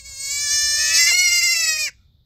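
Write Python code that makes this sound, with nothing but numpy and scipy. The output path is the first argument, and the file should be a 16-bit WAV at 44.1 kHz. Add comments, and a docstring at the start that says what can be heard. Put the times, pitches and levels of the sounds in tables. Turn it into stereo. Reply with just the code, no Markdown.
"""A quiet straw-lined barn, where two young goats give long, high, overlapping bleats close by.
Each bleat stacks overtones on a quavering pitch, coloured by a moving mouth resonance, with breath noise
and short raspy catches in the throat. Shaped noise gives a low rumble, a faint hiss, a rustle of straw
and a thin far tone; random reflections dulled by straw give the goats a short tail."""
import sys
import numpy as np
from scipy import signal
from scipy.fft import rfft, irfft
from scipy.io import wavfile
from scipy.ndimage import uniform_filter1d

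SR = 44100
rng = np.random.default_rng(int(sys.argv[2]) if len(sys.argv) > 2 else 0)


def output_pcm(signal):
    """Save a mono or channel-first signal as 16-bit PCM at the path in sys.argv[1].

    Samples are clipped to [-1, 1] before scaling.
    """
    pcm = np.clip(np.atleast_2d(signal).T, -1, 1) * 32767
    wavfile.write(sys.argv[1], SR, np.round(pcm).astype(np.int16))


N = 99225

# Path of each bleat; levels are relative
# time_s, pitch_hz, mouth_level_db, mouth_resonance_hz, upper_overtones_db
FIRST_BLEAT = [(0.0, 558, -53.5, 2250, -37), (0.032, 534.8, -60, 2470, -45.5),
               (0.058, 558, -52.5, 2210, -35), (0.165, 536.3, -51, 2420, -33),
               (0.218, 549.7, -47, 2270, -25), (0.296, 552.7, -39.5, 2270, -23),
               (0.312, 564, -39, 2400, -19.5), (0.448, 584, -32, 1984, -21.5),
               (0.493, 572, -31.0, 1960, -19.0), (0.52, 585.2, -29, 1990, -17.5),
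               (0.847, 590, -32, 1883, -19.5), (0.896, 585.5, -28.5, 1971, -20.5),
               (0.926, 580, -26, 2050, -19.5), (0.954, 593, -29.5, 2010, -12.5),
               (0.985, 577.7, -24.5, 2068, -17.5), (1.044, 573.7, -33.5, 2014, -18.5),
               (1.095, 581.7, -22.5, 2080, -23), (1.109, 530, -34, 1970, -18.5),
               (1.118, 523, -41, 753, -43.5), (1.138, 440, -49, 600.0, -55.5), (1.172, 406, -67, 513, -56)]
SECOND_BLEAT = [(0.699, 592.5, -55, 2180, -52), (0.76, 607.5, -40, 2183, -37),
                (0.8, 628.7, -27.5, 2185, -27), (0.895, 636.6, -25.5, 2212, -20.5),
                (0.921, 650.5, -19.5, 2230, -25), (0.969, 644.7, -22, 2280, -13.5),
                (1.004, 681.5, -24.5, 2010, -12.5), (1.059, 669.5, -28, 2050, -15.5),
                (1.072, 695.5, -19, 2196, -14), (1.096, 710.8, -25.5, 2200, -16),
                (1.126, 680.3, -16.5, 2280, -13.5), (1.143, 716.4, -18.5, 2315, -14.5),
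                (1.24, 727.8, -19.5, 2297, -14), (1.292, 697.5, -24.5, 2172, -15),
                (1.317, 705.6, -20, 2260, -15.5), (1.401, 697.3, -24.5, 2197, -15),
                (1.416, 677, -14.5, 2263, -12), (1.447, 707, -25.5, 2164, -16),
                (1.491, 683, -23.5, 2170, -15), (1.522, 697, -24.5, 2183, -15),
                (1.546, 670.6, -17, 2324, -14.5), (1.588, 664, -21.5, 2316, -17.5),
                (1.702, 634.2, -20, 2180, -16.5), (1.75, 624.6, -24, 2262, -23),
                (1.81, 617, -26, 2350, -18), (1.856, 600.5, -30, 2303, -22.5),
                (1.883, 538, -22.5, 1970, -26), (1.902, 488, -45, 1570, -44.5)]
# Width of the mouth resonance at half its peak gain: width_hz for the first and the second bleat
MOUTH_WIDTH = [344, 308]
# Low overtones that leak under the mouth resonance, per bleat: frequency_hz, level_db (re the chest level)
CHEST_LEAK = [
    [(560, -32), (1150, -30), (2900, -11.5), (3500, -5)],
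    [(620, -21.5), (720, -29.5), (1300, -26.5), (2800, -3), (3400, -27)],
]
# Colour of the upper overtones, per bleat: frequency_hz, level_db (re their moving level)
UPPER_COLOUR = [
    [(2800, -45.5), (3500, -48.5), (4100, -17), (4700, -14), (5300, -7), (5850, -9), (6450, -5),
     (7400, -20.5), (8200, -14), (8900, -32), (9700, -37.5), (11200, -29), (13000, -30.5), (15500, -31.5)],
    [(2800, -88), (3600, -20.5), (4250, -11.5), (5000, -2), (5700, -4), (6300, -7), (7000, -9),
     (7800, -7.5), (8500, -29), (9200, -29), (10500, -27.5), (12500, -26.5), (15500, -39.5)],
]
# Colour that a narrower mouth adds to the upper overtones, per bleat: frequency_hz, change_db (at share 1)
NARROW_COLOUR = [
    [(3300, 7), (4400, 8.5), (5300, -18), (6400, -11.5), (7300, 19), (8200, 2.5)],
    [(3600, -13.5), (4300, 13), (5000, -14.5), (5750, 9.5), (6400, -8.5), (7200, -1)],
]
# How narrow the mouth is, per bleat: time_s, share (0-1)
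NARROW_SHARE = [
    [(.37, 0.48), (.44, 0.01)],
    [(1.08, 0.0), (1.14, 0.6), (1.27, 0.44), (1.3, 0.0), (1.56, 0.01), (1.66, 0.11)],
]
# How much louder the left side is, per bleat: frequency_hz, left_over_right_db
SIDE_BALANCE = [
    [(700, 3), (2400, 7), (4400, -1.5), (5300, -11), (6400, 4), (8200, 10.5), (10000, 8.5), (15000, -7)],
    [(700, 4), (2400, 0.5), (4400, -1.5), (5300, 4), (6400, 5.5), (8200, 12.5), (10000, 5), (15000, -16)],
]
# How much later the left side arrives: delay_s for the first and the second bleat
LEFT_DELAY = [.00002, -0.000068]
# Colour of the breath noise: frequency_hz, level_db (re the overtones)
BREATH_COLOUR = [(1000, 1), (1600, -10), (2100, 0), (2600, -8), (3500, -24), (4500, 0), (9000, 0),
                 (12000, 7)]
# Catches in the throat: bleat (0 or 1), centre_s, length_s, dip_db, rasp_db (re the throat colour)
THROAT_CATCHES = [(0, .945, .02, -2, -13), (0, 1.122, .018, -3, -3), (1, 1.163, .006, -6, -18),
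                  (1, 1.237, .007, -4, -16), (1, 1.308, .008, -5, -11), (1, 1.415, .013, -11, -16),
                  (1, 1.548, .014, -8, -11), (1, 1.662, .008, -10, -9), (1, 1.783, .008, -8, -10),
                  (1, 1.888, .022, -9, -6)]
# Spectrum of the barn air: frequency_hz, level_db (per Hz, relative)
AIR_COLOUR = [(25, -16.5), (45, -8), (60, -1), (85, -7), (160, -18.5), (300, -34.5), (450, -39.5),
              (2800, -54), (3600, -27), (4600, -38.5), (6000, -53.5), (10000, -69), (12500, -47),
              (15600, -56.5)]
# Slow swell of the barn air: time_s, change_db
AIR_LEVEL = [(0, -1.5), (.4, 4), (1.299, 0.5), (2.25, -3.5)]
# Left-right likeness of the barn air: frequency_hz, likeness (0-1)
AIR_LIKENESS = [(60, 1), (300, .9), (700, .45), (3000, .02)]
# Barn tails: t60_s, level_db
BARN_TAILS = [(.13, -11), (.42, -27)]
# Patches of band noise, a rustle of straw and a thin far tone: centre_s, length_s, level_db, centre_hz, width_hz
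RUSTLE_PATCHES = [(0.123, 0.059, -66, 1100, 900), (2.024, 0.056, -76.5, 1346, 40)]

OVERTONES = 30
# Each overtone wavers, in full from WAVER_FULL_HZ up; APART is the share unlike on the two sides
WAVER, WAVER_HZ, WAVER_FULL_HZ, APART = .75, 80, 13000, .8
JITTER, JITTER_S = .0021, .007  # fine pitch tremble: rms share of the pitch, smoothing time
CHEST_FOLLOWS, CHEST_AT_DB = 0.067, -31  # the lowest overtones follow only part of the swell around this level
# Throat noise in gusts, once the first mouth opens wide
BREATH_DB, BREATH_FROM_S, GUST_DB, GUST_HZ = -23, .4, 4, 30
AIR_DB = -51.5  # before its swell
BARN_DULL_HZ, EDGE_HZ = 3000, 15700  # tail low-pass, top of the whole band

# Clocks: every sample, every 64th for slow curves, and the noise spectra's frames and bins
t, coarse = np.arange(N) / SR, np.arange(N // 64 + 2) * 64 / SR
frames, bins = np.arange(N // 128 + 5) * 128 / SR, np.fft.rfftfreq(512, 1 / SR)[:, None]


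def amp(db):
    """Decibels to a linear gain."""
    return 10 ** (np.asarray(db) / 20)


def evened(x):
    """Scale to rms 1."""
    return x / np.sqrt(np.mean(x ** 2) + 1e-20)


def read(points, hz):
    """Read a curve of (Hz, value) points along log frequency."""
    f, value = np.transpose(points)
    return np.interp(np.log(hz + 1), np.log(f + 1), value)


def over_time(points, at):
    """Read a curve of (s, value) points at the given times."""
    return np.interp(at, *np.transpose(points))


def shaped(gain_db, same):
    """Stereo noise whose short-time spectra (bins x frames) follow gain_db; white at 0 dB has rms 1."""
    a, b, c, d = rng.standard_normal((len(frames), 257, 4)).T
    left = a + 1j * b
    right = same * left + np.sqrt(1 - same ** 2) * (c + 1j * d)
    z = np.array([left, right])
    level = signal.istft(z[0], nperseg=512, noverlap=384)[1].std()
    return signal.istft(z * amp(gain_db), nperseg=512, noverlap=384)[1][:, :N] / level


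def slow(rows, rate_hz):
    """Smooth random curves of rms 1, one value every 64 samples."""
    z = rfft(rng.standard_normal((rows, 2048)))
    hz = np.fft.rfftfreq(2048, 64 / SR)
    out = irfft(z / (1 + (hz / rate_hz) ** 2) ** 2)[:, :len(coarse)]
    return out / out.std(1, keepdims=True)


def throat(which, hz, at, mouth_db, mouth_hz, bright_db):
    """Gain at hz: the moving mouth resonance, what leaks under it, and the upper band."""
    peak = 1 / (1 + (2 * (hz - mouth_hz) / MOUTH_WIDTH[which]) ** 2)
    follows = CHEST_FOLLOWS + (1 - CHEST_FOLLOWS) * np.minimum(hz / 2000, 1)
    chest_db = CHEST_AT_DB + follows * (mouth_db - CHEST_AT_DB)
    leak = amp(chest_db + read(CHEST_LEAK[which], hz)) / (1 + (hz / 3800) ** 8)
    narrow_db = over_time(NARROW_SHARE[which], at) * read(NARROW_COLOUR[which], hz)
    upper = amp(bright_db + read(UPPER_COLOUR[which], hz) + narrow_db)
    return np.hypot(2 * amp(mouth_db) * peak, leak) + upper


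def voiced(which, pitch, partial, gain):
    """Overtones of a trembling pitch, each wavering by itself and partly unlike on the two sides."""
    tremble = evened(uniform_filter1d(rng.standard_normal(N), int(JITTER_S * SR)))
    hz = uniform_filter1d(pitch, 300) * (1 + JITTER * tremble)
    k = np.arange(1, OVERTONES + 1)[:, None]
    start = rng.uniform(0, 2 * np.pi, (OVERTONES, 1))
    waves = np.exp(1j * (2 * np.pi * k * np.cumsum(hz) / SR + start))
    depth = WAVER * np.minimum(partial / WAVER_FULL_HZ, 1)

    def drift():
        return slow(OVERTONES, WAVER_HZ) + 1j * slow(OVERTONES, WAVER_HZ)

    both, out = drift(), np.zeros((2, N))
    for ch, sign in enumerate((.5, -.5)):  # left, right: half the side difference each
        wander = np.sqrt(1 - APART ** 2) * both + APART * drift()
        waver = (1 + depth * wander) / np.sqrt(1 + 2 * depth ** 2)
        level = gain * waver * amp(sign * read(SIDE_BALANCE[which], partial))
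        level = level * (partial < EDGE_HZ + 600)
        level = level * np.exp(-2j * np.pi * partial * sign * LEFT_DELAY[which])  # delay as phase
        out[ch] = sum((np.interp(t, coarse, level[row]) * waves[row]).real for row in range(OVERTONES))
    return out


def breath(colour_db):
    """Gusty throat noise, coloured by the same throat as the overtones."""
    gusts = amp(BREATH_DB + GUST_DB * np.interp(t, coarse, slow(1, GUST_HZ)[0]))
    opening = np.clip((t - BREATH_FROM_S) * 20, 0, 1)
    return gusts * opening * shaped(colour_db + read(BREATH_COLOUR, bins), 0.26)


def bleat(which, table):
    """Overtones and breath from one throat, dipped by short catches that rasp."""
    s, *cols = np.transpose(table)

    def on(at):  # 4.9 ms fades; a bleat that starts at 0 s is already sounding
        return np.clip(np.minimum(at - s[0] + (s[0] == 0), s[-1] - at) / 0.0049, 0, 1)

    def throat_gain(hz, at):
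        return throat(which, hz, at, *[np.interp(at, s, c) for c in cols[1:]])

    partial = np.arange(1, OVERTONES + 1)[:, None] * np.interp(coarse, s, cols[0])
    gain = np.sqrt(2) * throat_gain(partial, coarse) * on(coarse)
    voice = voiced(which, np.interp(t, s, cols[0]), partial, gain)
    colour_db = 20 * np.log10(6 * throat_gain(bins, frames) * (on(frames) + 1e-6))
    bumps = [(np.exp(-2 * ((t - centre) / length) ** 2), dip_db, rasp_db)
             for w, centre, length, dip_db, rasp_db in THROAT_CATCHES if w == which]
    dips = amp(sum(bump * dip_db for bump, dip_db, _ in bumps))
    rasp = shaped(colour_db + .5 * read(BREATH_COLOUR, bins), 1.0)
    rasp = rasp * sum(bump * amp(rasp_db) for bump, _, rasp_db in bumps)
    return (voice + breath(colour_db)) * dips + rasp


def air():
    """Low rumble and a faint band of hiss: noise swelling a little, most alike on both sides in the lows."""
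    hz = np.fft.rfftfreq(N, 1 / SR)
    left, other = rfft(rng.standard_normal((2, N)))
    same = np.clip(read(AIR_LIKENESS, hz), -1, 1)
    right = same * left + np.sqrt(1 - same ** 2) * other
    noise = evened(irfft(np.array([left, right]) * amp(read(AIR_COLOUR, hz)), N))
    return amp(AIR_DB + over_time(AIR_LEVEL, t)) * noise


def barn(x):
    """A quick and a faint slower tail of random reflections, dulled by straw."""
    tail_t = np.arange(SR // 2) / SR
    tail = sum(amp(db) * evened(amp(-60 * tail_t / t60)) * rng.standard_normal((2, len(tail_t)))
               for t60, db in BARN_TAILS) / np.sqrt(len(tail_t))
    tail = tail * (tail_t > .003)  # no reflection in the first 3 ms
    tail = signal.lfilter(*signal.butter(1, BARN_DULL_HZ, fs=SR), tail)
    return signal.fftconvolve(x, tail, axes=1)[:, :N]


def straw():
    """Short soft patches of noise, bell-shaped in time and frequency; the narrow one sounds as a thin tone."""
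    gain = 0
    for centre, length, db, hz, width in RUSTLE_PATCHES:
        patch = np.exp(-((frames - centre) / length) ** 2 - ((bins - hz) / width) ** 2)
        gain = gain + amp(db) * np.sqrt(SR / width) * patch
    return shaped(20 * np.log10(gain + 1e-9), 0.3)


def scene():
    """Two goats and their barn tail, over the straw and the air."""
    goats = bleat(0, FIRST_BLEAT) + bleat(1, SECOND_BLEAT)
    return goats + barn(goats) + straw() + air()


def record(dry):
    """Clip any peak beyond full scale, then limit the band."""
    low_pass = signal.firwin(511, EDGE_HZ, window=("kaiser", 9), fs=SR)
    return signal.oaconvolve(np.clip(dry, -1, 1), low_pass[None], "same")


dry = scene()
out = record(dry)
output_pcm(out)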